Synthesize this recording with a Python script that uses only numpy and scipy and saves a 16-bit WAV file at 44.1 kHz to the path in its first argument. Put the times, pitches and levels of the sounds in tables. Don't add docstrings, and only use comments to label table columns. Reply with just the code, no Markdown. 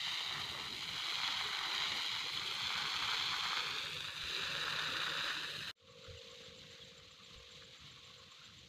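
import sys
import numpy as np
from scipy import signal
from scipy.fft import rfft, irfft, next_fast_len
from scipy.io import wavfile
from scipy.ndimage import uniform_filter1d, minimum_filter1d, map_coordinates

SR = 44100
rng = np.random.default_rng(int(sys.argv[2]) if len(sys.argv) > 2 else 0)


def inscribe(sig):
    pcm = np.round(np.clip(np.atleast_2d(sig).T, -1, 1) * 32767)
    wavfile.write(sys.argv[1], SR, pcm.astype(np.int16))


N = 382788
CUT_S = 5.7128


def amp(db):
    return 10 ** (np.asarray(db) / 20)


def rms_one(x):
    return x / np.sqrt(np.mean(x ** 2) + 1e-20)


def in_time(rows):
    s, *columns = np.transpose(rows)
    return [np.interp(np.arange(N) / SR, s, c) for c in columns]


def drift(rate_hz):
    pole = np.exp(-2 * np.pi * rate_hz * 40 / SR)
    noise = rng.standard_normal(N // 40 + 2002)
    slow = signal.lfilter([1], [1, -2 * pole, pole ** 2], noise)[2000:]
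    return np.interp(np.arange(N) / 40, np.arange(len(slow)), rms_one(slow))


def colour(x, spectrum):
    hz, db = np.transpose(spectrum)
    grid_hz = np.maximum(np.linspace(0, SR / 2, 4097), 1)
    grid_db = np.interp(np.log(grid_hz), np.log(hz), db)
    cepstrum = irfft(np.log(amp(grid_db)))
    cepstrum[1:4096] *= 2
    cepstrum[4097:] = 0
    response = irfft(np.exp(rfft(cepstrum)))
    return signal.oaconvolve(x, response / np.sqrt(np.sum(response ** 2)))[:N]


def patchy(x, low_hz, high_hz, depth_db, rate_hz):
    edges_hz = np.geomspace(low_hz, high_hz, 11)
    total = np.zeros(N)
    for k, edge_pair in enumerate(zip(edges_hz, edges_hz[1:])):
        sos = signal.butter(2, edge_pair, "band", fs=SR, output="sos")
        band = signal.sosfilt(sos, x)
        total += (-1) ** k * band * amp(depth_db * drift(rate_hz))
    return rms_one(total)


def drops(per_s, spread_db, clump_db):
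    sizes = amp(spread_db * np.minimum(rng.exponential(1, N), 5)) * rng.choice([-1, 1], N)
    landed = rng.random(N) < per_s / SR
    clumps = amp(clump_db * (drift(16) + drift(50)))
    finest = .5 * rng.standard_normal(N)
    return rms_one(clumps * (rms_one(sizes * landed) + finest))


def near_shower():
    # time in seconds, patter on soil in dB, splash in puddles in dB.
    near_levels = [(0.0, -40, -50.5), (0.55, -44.5, -48.5), (0.76, -45, -56), (1.0, -42, -49),
                   (1.3, -39, -44.5), (1.6, -42, -44), (1.78, -39, -44.5), (2.4, -42, -51.5),
                   (2.75, -40, -45), (3.1, -39, -43), (3.57, -39.5, -42.5), (3.92, -44.5, -53),
                   (4.15, -46.5, -51.5), (4.35, -41.5, -49), (4.7, -41.5, -42), (5.3, -41.5, -43),
                   (5.48, -46, -51.5), (5.7, -46.5, -49.5)]
    # frequency in Hz, relative level in dB per Hz.
    patter_colour = [(900, -53.5), (1800, -6.5), (2600, -3), (3300, -0.5), (3950, 0.5), (4600, -7),
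                     (5500, -18), (6300, -14.5), (7300, -20.5), (8500, -74), (15000, -37)]
    splash_colour = [(350, -22), (600, -7.5), (780, -1), (1000, -0.5), (1300, -0.5), (1800, 2.5),
                     (2600, -9.5), (5000, -38)]
    mist_colour = [(5000, -10.5), (8000, 1.5), (9800, -5), (11500, -3.5), (12800, -8), (13700, -10),
                   (15400, -1.5)]
    patter_db, splash_db = in_time(near_levels)
    mean_patter_db = np.mean(np.transpose(near_levels)[1])
    mist_db = -62 + .15 * (patter_db - mean_patter_db)
    rain = drops(per_s=5000, spread_db=3.5, clump_db=0.32)
    puddle = drops(per_s=3000, spread_db=4.5, clump_db=-1.34)
    fine = drops(per_s=13000, spread_db=5.0, clump_db=1.0)
    water = amp(patter_db) * colour(rain, patter_colour)
    water += amp(splash_db) * colour(0.45 * rain + 0.78 * puddle, splash_colour)
    water += amp(mist_db) * colour(0.56 * rain + 0.99 * fine, mist_colour)
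    water += big_drops() + gurgle()
    return water + echo(water)


def big_drops():
    # start in seconds, envelope peak in dB, ring frequency in Hz.
    fat_drops = [(0.0393, -33, 3610), (0.7267, -34, 3940), (1.0665, -32, 3350), (1.2486, -30, 3250),
                 (1.7275, -31, 3890), (2.3745, -29, 3280), (2.7541, -31, 3920), (3.1158, -31, 3220),
                 (3.5309, -30, 1210), (3.5718, -30, 3240), (4.3485, -27, 3910), (4.793, -33, 3780),
                 (5.0699, -32, 1730), (5.3058, -31, 1740)]
    out, age_s, peak_s = np.zeros(N), np.arange(300) / SR, .0006
    envelope = age_s / peak_s * np.exp(1 - age_s / peak_s)
    for s, db, hz in fat_drops:
        out[round(s * SR):][:300] += amp(db) * np.sin(2 * np.pi * hz * age_s) * envelope
    return out


def gurgle():
    # time in seconds, level in dB.
    gurgle_levels = [(0.0, -64), (0.5, -50.5), (1.2, -58.5), (1.8, -54), (2.2, -57), (3.0, -54), (3.6, -55),
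                     (4.15, -61), (4.5, -52.5), (4.8, -54), (4.9, -49), (5.0, -54), (5.7, -62.5)]
    # frequency in Hz, relative level in dB per Hz.
    gurgle_colour = [(150, -20), (250, -7.5), (400, 1.5), (550, 6.5), (900, -17), (1200, -28)]
    level_db, = in_time(gurgle_levels)
    trickle = colour(drops(per_s=600, spread_db=1.5, clump_db=0.5), gurgle_colour)
    return amp(level_db) * patchy(trickle, 192, 1026, depth_db=4.5, rate_hz=6.9)


def echo(x):
    # time in seconds, lag in ms.
    echo_lags = [(0.4, 1.115), (1.2, 1.04), (1.85, 1.095), (2.65, 1.015), (3.45, 1.015), (4.2, 0.875),
                 (5.1, 0.88), (5.55, 0.84)]
    level_db, cut_hz, top_hz = -1, 960, 6000
    turn_rad, turn_hz = 2.1, 1050
    treble_share = 0.48
    lag_ms, = in_time(echo_lags)
    size = next_fast_len(N)
    hz = np.arange(size // 2 + 1) * SR / size
    surface = np.exp(1j * turn_rad * np.tanh((hz / turn_hz) ** 2))
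    surface *= treble_share + (1 - treble_share) / (1 + (hz / cut_hz) ** 2)
    surface /= 1 + (hz / top_hz) ** 4
    turned = irfft(rfft(x, size) * surface, size)
    read_at = np.arange(N) - lag_ms * SR / 1000
    return amp(level_db) * map_coordinates(turned, [read_at], order=3)


def far_shower():
    # time in seconds, patter in dB, splash in dB.
    far_levels = [(6.1, -57, -67.5), (6.3, -55.5, -65.5), (6.8, -57, -68.5), (7.08, -59.5, -69),
                  (7.5, -56, -68), (7.66, -58.5, -66.5), (7.85, -56, -66), (8.3, -59, -70),
                  (8.45, -58, -67.5), (8.68, -59, -73)]
    # frequency in Hz, relative level in dB per Hz.
    patter_colour = [(1500, -18), (2100, -6.5), (2500, -7), (3000, -3), (3950, -0.5), (5400, -16.5),
                     (6200, -13), (7300, -17.5), (8600, -31.5), (10000, -34.5), (12000, -32), (15400, -39)]
    splash_colour = [(500, -12), (800, -18), (980, -6), (1070, 6), (1300, 4), (1900, -4), (2500, -6),
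                     (4000, -7)]
    patter_db, splash_db = in_time(far_levels)
    patter = colour(drops(per_s=4000, spread_db=1.5, clump_db=0.67), patter_colour)
    splash = colour(drops(per_s=4000, spread_db=3.0, clump_db=-1.7), splash_colour)
    splash = patchy(splash, 608, 2990, depth_db=4.0, rate_hz=2.5)
    return amp(patter_db) * patter + amp(splash_db) * splash


def cricket():
    start_s, period_s, length_s = 5.768, .1339, .018
    peak_hz, sag_hz, level_db = 7350, 300, -63.5
    phase = np.linspace(-1, 1, round(length_s * SR))
    hz = peak_hz - sag_hz * (phase + .15) ** 2
    chirp = np.sin(2 * np.pi * np.cumsum(hz) / SR) * np.sqrt(1 - phase ** 2)
    beats_s = np.arange(start_s, N / SR - .03, period_s)
    jitter_s = .001 * rng.standard_normal(len(beats_s))
    spread_db = 0.43 * rng.standard_normal(len(beats_s))
    train = np.zeros(N)
    train[((beats_s + jitter_s) * SR).astype(int)] = amp(level_db + spread_db)
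    return signal.oaconvolve(train, chirp)[:N]


def bird():
    # start in seconds, envelope peak in dB, start frequency in Hz.
    cheeps = [(6.165, -54, 3100), (6.812, -49, 3570)]
    out, age = np.zeros(N), np.linspace(0, 1, 1100)
    for s, db, hz in cheeps:
        turns = np.cumsum(hz * (1 - 0.136 * age)) / SR
        out[round(s * SR):][:1100] += amp(db) * np.sin(np.pi * age) * np.sin(2 * np.pi * turns)
    return out


def engine():
    # time in seconds, level in dB.
    engine_levels = [
        [(0.0, -72), (2.0, -72.5), (2.7, -68), (3.1, -67), (3.6, -68.5), (4.8, -61), (5.7, -60)],
        [(6.1, -57.5), (6.2, -63), (6.5, -61.5), (7.0, -67.5), (7.1, -73.5), (7.7, -67), (7.8, -79),
         (7.95, -75), (8.2, -66), (8.3, -77), (8.68, -75)],
    ]
    turns_per_s, second_puff_turn = 25.62, .513
    near_pipe, far_pipe = (154, 24), (495, 90)
    turns = np.cumsum(turns_per_s * (1 + 0.0028 * drift(5))) / SR
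    puff_count = np.floor(turns) + np.floor(turns - second_puff_turn)
    fired = np.diff(puff_count, prepend=-1) > 0
    puffs = rms_one(fired * amp(1.5 * rng.standard_normal(N))) + .4 * rng.standard_normal(N)

    def ring(centre_hz, width_hz):
        edges_hz = [centre_hz - width_hz / 2, centre_hz + width_hz / 2]
        return rms_one(signal.sosfilt(signal.butter(3, edges_hz, "band", fs=SR, output="sos"), puffs))

    throb = np.where(np.arange(N) / SR < CUT_S, ring(*near_pipe), ring(*far_pipe))
    level_db, = in_time(engine_levels[0] + engine_levels[1])
    return amp(level_db + 2.0 * drift(2.7)) * throb


def wind():
    # time in seconds, level in dB.
    wind_levels = [(0.0, -61), (0.8, -61), (1.5, -65), (3.2, -60.5), (4.2, -60), (5.7, -60), (6.2, -62.5),
                   (7.0, -64.5), (8.68, -66.5)]
    # frequency in Hz, relative level in dB per Hz.
    rumble_colour = [(18, -70), (35, -40), (55, -5.5), (90, 1), (150, 0.5), (200, -3.5), (250, -11),
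                     (400, -16), (700, -25.5), (2000, -81)]
    # start in seconds, initial envelope in dB, frequency in Hz.
    bumps = [(4.233, -48, 71), (6.082, -48, 102), (6.103, -47, 83.5), (7.357, -52, 59)]
    level_db, = in_time(wind_levels)
    out = amp(level_db) * colour(rng.standard_normal(N) * amp(2.3 * drift(5.5)), rumble_colour)
    age_s = np.arange(4000) / SR
    for s, db, hz in bumps:
        out[round(s * SR):][:4000] += amp(db) * np.sin(2 * np.pi * hz * age_s) * np.exp(-age_s / 0.04)
    return out


def scene():
    before = np.arange(N) / SR < CUT_S
    far_view = far_shower() + cricket() + bird()
    return (np.where(before, near_shower(), far_view) + engine() + wind())[None]


def suppress(x):
    # frequency in Hz, share of the steady power taken out.
    taken_shares = [(100, 0.81), (600, 0.33), (1800, 0.31), (3500, 0.14), (12000, 0.25)]
    floor_db = -11
    hz, _, z = signal.stft(x, SR, nperseg=1024, noverlap=768)
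    power = uniform_filter1d(np.abs(z) ** 2, size=5, axis=1)
    power = uniform_filter1d(power, size=3, axis=0) + 1e-20
    steady = minimum_filter1d(uniform_filter1d(power, size=20, axis=1), size=150, axis=1)
    share = np.interp(hz, *np.transpose(taken_shares))[:, None]
    gain = np.sqrt(np.maximum(1 - share * steady / power, amp(2 * floor_db)))
    return signal.istft(z * gain, SR, nperseg=1024, noverlap=768)[1][:len(x)]


def record(dry):
    fade_start_s, fade_length_s, return_s = 5.745, .32, 5.7545
    burst_gain_db, burst_db_per_s, hiss_db = -57, 1300, -110
    cutoff_hz = 15450
    t, cut = np.arange(N) / SR, int(CUT_S * SR)
    cleaned = np.concatenate([suppress(dry[0, :cut]), suppress(dry[0, cut:])])
    fade = np.clip((t - fade_start_s) / fade_length_s, 0, 1) * (t > return_s)
    dull_noise = signal.lfilter([.1], [1, -.9], rng.standard_normal(N))
    burst = dull_noise * amp(burst_gain_db - burst_db_per_s * np.abs(t - CUT_S))
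    edited = cleaned * np.where(t < CUT_S, 1, fade) + burst + amp(hiss_db) * rng.standard_normal(N)
    low_pass = signal.cheby2(14, 60, cutoff_hz + 150, fs=SR, output="sos")
    return signal.sosfilt(low_pass, edited)[None]


dry = scene()
out = record(dry)
inscribe(out)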